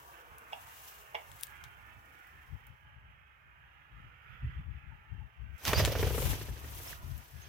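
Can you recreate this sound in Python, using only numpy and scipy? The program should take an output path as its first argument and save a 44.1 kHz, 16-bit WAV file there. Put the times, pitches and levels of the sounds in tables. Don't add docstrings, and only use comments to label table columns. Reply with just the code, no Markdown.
import sys
import numpy as np
from scipy import signal
from scipy.fft import rfft, irfft, next_fast_len
from scipy.io import wavfile
from scipy.ndimage import uniform_filter1d, map_coordinates

SR = 44100
rng = np.random.default_rng(int(sys.argv[2]) if len(sys.argv) > 2 else 0)


def wav_record(signal):
    frames = np.transpose(np.atleast_2d(signal))
    bounded = np.clip(frames, -1, 1)
    quanta = np.round(bounded * 32767).astype(np.int16)
    wavfile.write(sys.argv[1], SR, quanta)


N = 329868

# time_s, hum_db, hush_db
BREEZE = [(0.0, -63, -61), (0.75, -63.5, -60.5), (1.3, -66, -61.5), (1.56, -66.5, -57),
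          (1.75, -67.5, -60.5), (2.5, -72, -62.5), (3.25, -78.5, -65.5), (4.05, -73.5, -61.5),
          (4.3, -75, -59), (4.52, -73.5, -56.5), (4.7, -74.5, -62), (5.45, -75, -63.5), (7.0, -65, -64),
          (7.48, -76.5, -65)]
# frequency_hz, level_db
HUM_SPECTRUM = [(150, -18.5), (300, -6.5), (550, -4.5), (1000, 2), (1400, -3.5), (3000, -33), (6000, -86.5)]
HUSH_SPECTRUM = [(290, -41), (500, -36), (553, -29), (855, -5), (1050, -20), (1180, -2.5), (1720, -1),
                 (2010, -3.5), (2650, -4.5), (3060, -8), (4150, -32.5), (5800, -36), (9220, -45),
                 (15100, -34.5), (16000, -46.5)]
RUMBLE_SPECTRUM = [(22, -23.5), (35, -12.5), (52, 1), (68, 4), (95, -5), (130, -4), (180, -18.5),
                   (240, -24), (400, -38.5), (800, -76.5)]
# frequency_hz, gain_db
VALLEY_TILT = [(700, -2.5), (1200, 1.5), (1900, 1.5), (2700, -12.5), (3600, -6.5), (5000, 1)]
# time_s, level_db, pan_db
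DRAUGHT = [(0.0, -65.5, -6), (1.0, -66.5, -2.5), (1.3, -58.5, -9), (2.2, -65, 2), (3.4, -63, 0.5),
           (4.25, -62, -1.5), (4.55, -56, 6.5), (4.9, -60.5, 6), (5.62, -62, 5), (5.69, -34.5, -3),
           (6.12, -34.5, 4), (6.45, -46.5, 5), (7.0, -50.5, 1), (7.27, -62, 12), (7.48, -50, 10)]
# centre_s, length_s, level_db, pan_db
EDDIES = [(0.333, 0.05, -54.5, -22), (1.61, 0.068, -54.5, -25), (1.976, 0.032, -54, -12),
          (2.532, 0.044, -40, 23), (2.713, 0.043, -51.5, 15), (2.954, 0.062, -53.5, 15),
          (4.004, .11, -52.5, 18), (4.332, 0.069, -50.5, -22), (4.464, 0.061, -36, -2),
          (4.584, 0.055, -38, 0.5), (4.69, 0.056, -40.5, 13), (4.758, 0.046, -43, 9),
          (4.897, 0.074, -43, 25), (5.161, 0.075, -38, 30), (5.231, 0.054, -42.5, 29),
          (5.433, 0.061, -42.5, 24.5), (5.524, 0.048, -42.5, 27), (5.796, 0.044, -26, -5),
          (6.058, 0.043, -30.5, 3), (6.282, 0.042, -30, 18), (6.34, 0.029, -29, 22), (6.513, 0.041, -36, 8),
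          (7.126, 0.11, -39, 20), (7.365, 0.055, -44.5, 18)]
# time_s, level_db, pan_db
GRASS_STIR = [(0.0, -63.5, 5.5), (0.17, -67, 4), (0.26, -72.5, 4), (0.47, -71, 6), (0.55, -64, 9.5),
              (0.88, -57, 4.5), (1.11, -68.5, 6), (1.25, -66, 6), (1.4, -62, 9), (1.55, -70, 6),
              (1.75, -75.5, 4), (2.3, -75, 2.5), (2.68, -81, -1), (2.95, -91, 4.5), (5.5, -88, -1),
              (5.58, -74, 0)]
# frequency_hz, level_db
LEAF_SPECTRUM = [(1500, -25), (3000, 2), (4600, -4), (6300, 0), (9000, -11), (11200, -4), (13200, 2),
                 (15700, 1)]
BLADE_SPECTRUM = [(1300, -18), (2400, -11), (3400, -4.5), (4400, -12), (6500, -0.5), (9000, -7.5),
                  (12000, 1), (14500, 6.5), (15900, -5)]
STEM_SPECTRUM = [(1400, -10.5), (2900, 0.5), (4200, -5), (6200, -3.5), (7500, -24), (11000, -44)]
THRASH_SPECTRUM = [(200, 3), (450, 3.5), (800, 5.5), (1300, 1.5), (2400, 1), (3200, -10), (6000, -30.5)]
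# frequency_hz, pan_db
PORT_TILT = [(3000, 1.5), (5500, -11), (8300, 14), (11000, 9.5), (15000, -8.5)]
# start_s, level_db, pan_db, brightest_hz
STALK_SNAPS = [(0.383, -41.5, 13.5, 11400), (1.316, -44.5, 15, 7500), (1.6392, -41.5, 10, 6500),
               (2.271, -51, 10, 14300), (2.668, -46, 7.5, 14500), (5.6521, -28, -2.5, 5900),
               (5.6638, -35, -4.5, 6140), (5.679, -25, -2.5, 5900), (5.7325, -25.5, -3, 6430),
               (5.85, -19.5, 4.5, 7320), (5.8575, -24.5, -8, 6900), (5.921, -30, 1, 13600),
               (6.75, -37, 7.5, 15300), (7.1782, -39.5, 3, 13600)]
# start_s, level_db
KNOCKS = [(0.529, -28), (1.15, -22)]
# centre_hz, width_hz, level_db
WOOD_MODES = [(508, 103, -2.5), (808, 170, 0), (2150, 490, -9.5), (2770, 160, -4.5), (3420, 290, -16),
              (5330, 650, -23.5)]
# frequency_hz, t60_s
ECHO_DECAY = [(300, 0.27), (2500, .22), (4000, 0.21), (8000, 0.074)]
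# start_s, level_db
CLINKS = [(1.39, -38.5), (1.411, -31.5), (1.4342, -13.5), (1.4695, -33.5)]
# pitch_hz, level_db, t60_s
CLASP_MODES = [(6760, -14, .03), (11700, -13, .06), (12100, -8, .055), (14680, -2, .11)]
# start_s, length_s, start_hz, end_hz, level_db
FAINT_TONES = [(2.192, 0.16, 1945, 2020, -69), (3.048, 0.35, 2565, 2560, -74), (4.91, 0.032, 925, 860, -65),
               (5.205, 0.034, 900, 840, -63), (6.873, .016, 5180, 5470, -50),
               (6.925, 0.011, 2200, 1290, -44.5), (7.413, 0.037, 6500, 6330, -60)]
# time_s, hiss_db, stem_db, hiss_pan_db
GRASS_CRASH = [(5.58, -65, -66.5, 5), (5.625, -62, -58.5, 4), (5.675, -39, -34.5, 3),
               (5.755, -49.5, -41.5, 3), (5.795, -39, -32, 3), (5.835, -48.5, -43, 1.5),
               (5.97, -51.5, -46, 2), (6.03, -46, -42.5, 6), (6.12, -50, -48.5, 6), (6.19, -42, -46.5, 11),
               (6.32, -44.5, -43.5, 11), (6.37, -53.5, -50.5, 10.5), (6.54, -61.5, -59.5, 8.5),
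               (6.83, -53.5, -56, 2.5), (6.9, -50.5, -49.5, 4), (7.0, -65.5, -65, 3),
               (7.1, -62, -62.5, 4.5), (7.3, -65.5, -66, 4), (7.48, -66.5, -59.5, 6.5)]
# downstroke_s, strength_db
WING_BEATS = [(5.7288, 2.5), (5.7983, 1.5), (5.8724, -1), (5.9501, -1), (6.0245, 1), (6.1015, -3),
              (6.1772, 0.5), (6.2531, -3.5), (6.3264, 3), (6.4078, -0.5), (6.4833, -2), (6.561, -4),
              (6.6391, -1), (6.716, -5.5), (6.797, -1)]
# time_s, effort_db, whoop_hz
CLIMB = [(5.76, -13, 600), (5.83, -1.5, 580), (5.99, 0, 461), (6.22, 3, 482), (6.29, -10, 320),
         (6.8, -12, 291)]
# frequency_hz, level_db
WHOOP_SPECTRUM = [(100, -25), (260, 0.5), (380, 1), (520, -0.5), (700, -5), (1100, -10.5), (2500, -24),
                  (6000, -75)]
FEATHER_SPECTRUM = [(400, -21.5), (900, 8), (2200, 8), (3600, 9.5), (6200, -4), (8000, -14.5),
                    (16000, -35.5)]
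# start_s, level_db
WING_CLAPS = [(5.7307, -23), (5.797, -29.5), (5.874, -36), (6.026, -32.5), (6.179, -36)]
# time_s, pitch_hz, level_db
SQUEAK = [(5.738, 4950, -53), (5.749, 4880, -41), (5.756, 4564, -37), (5.769, 4750, -39),
          (5.786, 5210, -35), (5.796, 4800, -41), (5.810, 5090, -36), (5.826, 4360, -58)]


def amp(db):
    return 10 ** (np.asarray(db) / 20)


def unit(x):
    return x / np.sqrt(np.mean(x ** 2) + 1e-20)


def along(points, hz):
    frequencies, values = np.transpose(points)
    return np.interp(np.log(hz + 1), np.log(frequencies + 1), values)


def curves(rows):
    times, *columns = np.transpose(rows)
    return [np.interp(np.arange(N) / SR, times, column) for column in columns]


def wobble(rate):
    return map_coordinates(rng.standard_normal(int(N * rate / SR) + 4), [np.arange(N) * rate / SR])


def add(track, start_s, sound):
    start = round(start_s * SR)
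    track[..., start:start + sound.shape[-1]] += sound


def swells(times, levels_db, rise_s, fall_s):
    envelope, t = np.zeros(N + SR), np.arange(SR // 8) / SR
    shape = np.where(t < rise_s, np.sin(np.pi / 2 * t / rise_s), np.exp(-np.abs(t - rise_s) / fall_s))
    for start_s, db in zip(times, levels_db):
        add(envelope, start_s, amp(db) * shape)
    return envelope[:N]


def filtered(x, response):
    size = x.shape[-1]
    padded = next_fast_len(size + 8192)
    return irfft(rfft(x, padded) * response(np.fft.rfftfreq(padded, 1 / SR)), padded)[..., :size]


def coloured(x, spectrum):
    return unit(filtered(x, lambda hz: amp(along(spectrum, hz))))


def steadied(x, seconds):
    power = uniform_filter1d(np.mean(x ** 2, axis=0), int(seconds * SR) + 1)
    return x / np.sqrt(np.abs(power) + 1e-6)


def patchy(x, depth_db):
    bands = signal.stft(x, nperseg=2048)[2]
    patches = uniform_filter1d(rng.standard_normal(bands.shape[1:]), size=4, axis=0)
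    patches = uniform_filter1d(patches, size=14, axis=1, mode="wrap")
    return unit(signal.istft(bands * amp(depth_db * unit(patches)), nperseg=2048)[1][:, :N])


def port_noise(alike):
    return np.sqrt(alike) * rng.standard_normal(N) + np.sqrt(1 - alike) * rng.standard_normal((2, N))


def placed(x, pan_db, lag_ms=0):
    left, right = np.broadcast_to(x, (2, x.shape[-1]))
    if lag_ms:
        left = filtered(left, lambda hz: np.exp(-2j * np.pi * hz * lag_ms / 1000))
    gain = amp(pan_db / 2)
    return np.array([left * gain, right / gain]) / np.sqrt((gain ** 2 + gain ** -2) / 2)


def shaded(x):
    return filtered(x, lambda hz: amp(np.outer([.5, -.5], along(PORT_TILT, hz))))


def valley_breeze():
    hum_db, hush_db = curves(BREEZE)
    hum = amp(hum_db + 5.5) * patchy(coloured(port_noise(0.78), HUM_SPECTRUM), depth_db=3)
    hush_gain = amp(hush_db + 2 + 1.4 * wobble(12))
    hush = hush_gain * patchy(coloured(port_noise(0.32), HUSH_SPECTRUM), depth_db=3)
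    left, right = placed(hum, pan_db=1, lag_ms=0.33) + placed(hush, pan_db=-6, lag_ms=0.43)
    return np.array([filtered(left, lambda hz: amp(along(VALLEY_TILT, hz))), right])


def microphone_wind(flicker_db=3, eddy_flicker_db=2):
    t = np.arange(N) / SR
    draught_db, draught_pan_db = curves(DRAUGHT)
    draught_gain = amp(draught_db + flicker_db * wobble(14))
    draught = draught_gain * steadied(coloured(port_noise(0.6), RUMBLE_SPECTRUM), seconds=.04)
    thumps = sum(placed(amp(db) * np.exp(-2 * ((t - centre_s) / length_s) ** 2), pan_db)
                 for centre_s, length_s, db, pan_db in EDDIES)
    rumble = steadied(coloured(port_noise(0.5), RUMBLE_SPECTRUM), seconds=0.072)
    return placed(draught, draught_pan_db) + thumps * amp(eddy_flicker_db * wobble(40)) * rumble


def crackle(spectrum, alike, rate, spread_db, flutter_db=1.35):
    size = amp(np.minimum(spread_db * rng.exponential(size=N), 9))
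    fractures = (rng.random(N) < rate / SR) * size
    return coloured(port_noise(alike) * (1 + 2 * fractures) * amp(flutter_db * wobble(70)), spectrum)


def grass_stir():
    db, pan_db = curves(GRASS_STIR)
    leaves = crackle(LEAF_SPECTRUM, alike=0.081, rate=540, spread_db=1.5)
    return shaded(placed(amp(db + 5) * leaves, pan_db))


def stalk_snaps(bend_s=0.0003, crack_s=0.00096, splinter_s=0.013, splinter_db=-16):
    track, t = np.zeros((2, N + SR)), np.arange(SR // 16) / SR
    decay = np.exp(-t / crack_s) + amp(splinter_db) * np.exp(-t / splinter_s)
    shape = decay * (1 - np.exp(-t / bend_s))
    for start_s, db, pan_db, hz in STALK_SNAPS:
        colour = [(hz / 3, -20), (hz * 0.8, -7), (hz, 0), (hz * 1.25, -6), (hz * 3, -11)]
        bright = coloured(rng.standard_normal((2, len(t))), colour)
        woody_db = 3 - 18.5 * np.log2(hz / 6200)
        woody = amp(woody_db) * coloured(rng.standard_normal(len(t)), FEATHER_SPECTRUM)
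        add(track, start_s, placed(amp(db) * (bright + woody) * shape, pan_db))
    return track[:, :N]


def valley_echo(x):
    hz, t, bands = signal.stft(rng.standard_normal((2, SR // 2)), SR, nperseg=256)
    decay = amp(-60 * t / along(ECHO_DECAY, hz)[:, None])
    tail = signal.istft(bands * decay, SR, nperseg=256)[1]
    return signal.fftconvolve(np.atleast_2d(x), tail / np.linalg.norm(tail[0]), axes=1)[:, :N]


def village_knocks(lead_s=0.0069, lead_db=-9, high_cut_hz=6500, echo_db=-6):
    def wood(hz):
        modes = sum((-1) ** k * amp(db) * 1j * hz * width / (centre ** 2 - hz ** 2 + 1j * hz * width)
                    for k, (centre, width, db) in enumerate(WOOD_MODES))
        return modes / (1 + (hz / high_cut_hz) ** 6)

    times, levels_db = np.transpose(KNOCKS)
    touch = swells(times - lead_s, levels_db + lead_db, rise_s=0.0044, fall_s=0.0067)
    blow = swells(times + 0.00079, levels_db, rise_s=0.0015, fall_s=0.0017)
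    force = (touch + blow) * rng.choice([-1, 1], N)
    hit = amp(10.5) * filtered(force, wood)
    return placed(hit + amp(echo_db) * valley_echo(hit), pan_db=-4, lag_ms=0.3)


def clasp(tick_s=0.00045, rattle_s=0.01, rattle_db=-25, ring_db=-23, slide_db=-30):
    track, t = np.zeros(N + SR), np.arange(SR // 8) / SR
    steel = [(600, -28.5), (2000, -5.5), (4500, 1), (9000, -4.5), (14500, 4)]  # frequency_hz, level_db
    shape = np.exp(-t / tick_s) + amp(rattle_db) * np.exp(-t / rattle_s)
    for start_s, db in CLINKS:
        ring = sum(amp(mode_db + rng.normal(0, 2) - 60 * t / t60_s) * np.sin(2 * np.pi * hz * t)
                   for hz, mode_db, t60_s in CLASP_MODES)
        tick = shape * coloured(rng.standard_normal(len(t)), steel)
        add(track, start_s, amp(db - 5.5) * (tick + amp(ring_db) * ring))
    times, levels_db = np.transpose(CLINKS)
    sliding = swells(times - .008, levels_db + slide_db, rise_s=0.0045, fall_s=.004)
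    slide = sliding * coloured(rng.standard_normal(N), steel)
    thin = filtered(track[:N] + slide, lambda hz: hz ** 2 / (hz ** 2 + 1500 ** 2))
    return shaded(placed(thin, pan_db=11.5))


def faint_tones():
    track = np.zeros(N)
    for start_s, length_s, start_hz, end_hz, db in FAINT_TONES:
        progress = np.linspace(0, 1, int(length_s * SR))
        tone = np.sin(2 * np.pi * np.cumsum(start_hz + (end_hz - start_hz) * progress) / SR)
        add(track, start_s, amp(db + 4) * np.sin(np.pi * progress) * tone)
    return placed(track, pan_db=-9.5)


def grass_crash(dog_takes_over_s=6.1, handover_s=0.16):
    hiss_db, stem_db, hiss_pan_db = curves(GRASS_CRASH)
    blades = amp(hiss_db + 2.5) * crackle(BLADE_SPECTRUM, alike=0.081, rate=1100, spread_db=-0.5)
    bird_stems = crackle(STEM_SPECTRUM, alike=0.37, rate=580, spread_db=7)
    bird_tufts = amp(-1.5) * crackle(THRASH_SPECTRUM, alike=0.85, rate=910, spread_db=-2.5)
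    bird = placed(bird_stems, pan_db=-6) + placed(bird_tufts, pan_db=-1)
    dog_stems = crackle(STEM_SPECTRUM, alike=0.073, rate=470, spread_db=7)
    dog_tufts = amp(-1) * crackle(THRASH_SPECTRUM, alike=0.4, rate=540, spread_db=-0.5)
    dog = placed(dog_stems, pan_db=-2.5, lag_ms=-0.28) + placed(dog_tufts, pan_db=-2.5, lag_ms=-0.32)
    dog_share = np.clip((np.arange(N) / SR - dog_takes_over_s) / handover_s + .5, 0, 1)
    bodies = np.sqrt(1 - dog_share) * bird + np.sqrt(dog_share) * dog
    return shaded(placed(blades, hiss_pan_db)) + amp(stem_db) * bodies


def flight(times, start_m=2.37, accel_m_per_s2=22.5):
    distance_m = start_m + accel_m_per_s2 / 2 * (times - WING_BEATS[0][0]) ** 2
    distance_db = 20 * np.log10(start_m / distance_m)
    climb_s, effort_db, whoop_hz = np.transpose(CLIMB)
    return distance_db, np.interp(times, climb_s, effort_db), np.interp(times, climb_s, whoop_hz)


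def air_puffs(times, levels_db, pitches_hz, width_s, scatter=0.047):
    track = np.zeros(N + SR)
    progress = np.minimum(np.arange(SR // 16) / SR / width_s, 1)
    window = np.sin(np.pi * progress) ** 2
    for start_s, db, hz in zip(times, levels_db, pitches_hz):
        detune, phase = rng.standard_normal(2)
        pitch_hz = hz * (1 + scatter * detune) * (1.15 - 0.26 * progress)
        tone = np.sin(2 * np.pi * np.cumsum(pitch_hz) / SR + np.pi * phase)
        add(track, start_s, amp(db) * window * tone)
    return track[:N]


def wing_air(upstroke_lead_s=.034, turn_lag_s=0.024, down_effort_share=0.48):
    down_s, strength_db = np.transpose(WING_BEATS)
    distance_db, effort_db, down_hz = flight(down_s)
    down_db = strength_db + distance_db + down_effort_share * effort_db
    up_s = down_s[1:] - upstroke_lead_s
    distance_db, effort_db, up_hz = flight(up_s)
    up_db = distance_db + effort_db
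    whoop = air_puffs(down_s - .002, down_db - 31.5, down_hz, width_s=0.0213)
    whoop += air_puffs(up_s - .002, up_db - 31.5, up_hz, width_s=0.021)
    whoop += air_puffs(down_s + turn_lag_s, down_db - 30, 0.896 * down_hz, width_s=0.0104)
    wake = swells(down_s, down_db - 30, rise_s=0.0043, fall_s=0.0096)
    wake += swells(up_s, up_db - 36, rise_s=0.0021, fall_s=0.014)
    swish = swells(down_s, down_db - 47, rise_s=0.012, fall_s=0.0046)
    swish += swells(up_s, up_db - 41, rise_s=0.0058, fall_s=0.012)
    air = whoop + wake * steadied(coloured(port_noise(0.98), WHOOP_SPECTRUM), seconds=0.0079)
    feathers = swish * coloured(port_noise(0.21), FEATHER_SPECTRUM)
    return placed(air, pan_db=0.5) + placed(feathers, pan_db=-1)


def wing_tips(high_hz=2400, floor_hz=1250, sweep_s=0.017, push_hz=112, push_s=0.0166, effort_share=0.48):
    track, t = np.zeros(N + SR), np.arange(SR // 12) / SR
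    glide_hz = floor_hz + (high_hz - floor_hz) * np.exp(-2 * t / sweep_s)
    whip_shape = np.sin(np.pi * np.minimum(t / sweep_s, 1)) ** 2
    push_shape = t / push_s * np.exp(1 - t / push_s)
    for start_s, strength_db in WING_BEATS:
        distance_db, effort_db, _ = flight(start_s)
        flutter = .2 * unit(uniform_filter1d(rng.standard_normal(len(t)), size=20))
        whip = amp(-36) * whip_shape * np.sin(2 * np.pi * np.cumsum(glide_hz * (1 + flutter)) / SR)
        pitch_hz = push_hz * (1 + 0.093 * rng.standard_normal())
        push = amp(-29.5 + effort_share * effort_db) * push_shape * np.sin(2 * np.pi * pitch_hz * t)
        add(track, start_s, amp(strength_db + distance_db) * (whip + push))
    return placed(track[:N], pan_db=-1)


def wing_claps():
    times, levels_db = np.transpose(WING_CLAPS)
    slap = steadied(crackle(THRASH_SPECTRUM, alike=0.92, rate=680, spread_db=6), seconds=0.0052)
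    return placed(swells(times, levels_db, rise_s=0.0026, fall_s=0.0048) * slap, pan_db=0.5)


def alarm_squeak(roughness=0.0256):
    hz, db = curves(SQUEAK)
    t = np.arange(N) / SR
    sounding = (t > SQUEAK[0][0]) & (t < SQUEAK[-1][0])
    tone = np.sin(2 * np.pi * np.cumsum(hz * (1 + roughness * wobble(900))) / SR)
    return placed(tone * sounding * amp(db + 2 + 2.2 * wobble(200)), pan_db=-2)


def scene(echo_db=-16.5):
    pheasant = wing_air() + wing_tips() + wing_claps() + alarm_squeak()
    near = pheasant + stalk_snaps() + clasp() + faint_tones()
    echo = amp(echo_db) * valley_echo(near)
    before_flush = np.arange(N) / SR <= GRASS_CRASH[0][0]
    grass = np.where(before_flush, grass_stir(), grass_crash())
    return near + echo + grass + village_knocks() + valley_breeze() + microphone_wind()


def record(dry, low_cut_hz=30, top_hz=15950):
    return filtered(dry, lambda hz: (hz < top_hz) * hz ** 4 / (hz ** 4 + low_cut_hz ** 4))


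dry = scene()
out = record(dry)
wav_record(out)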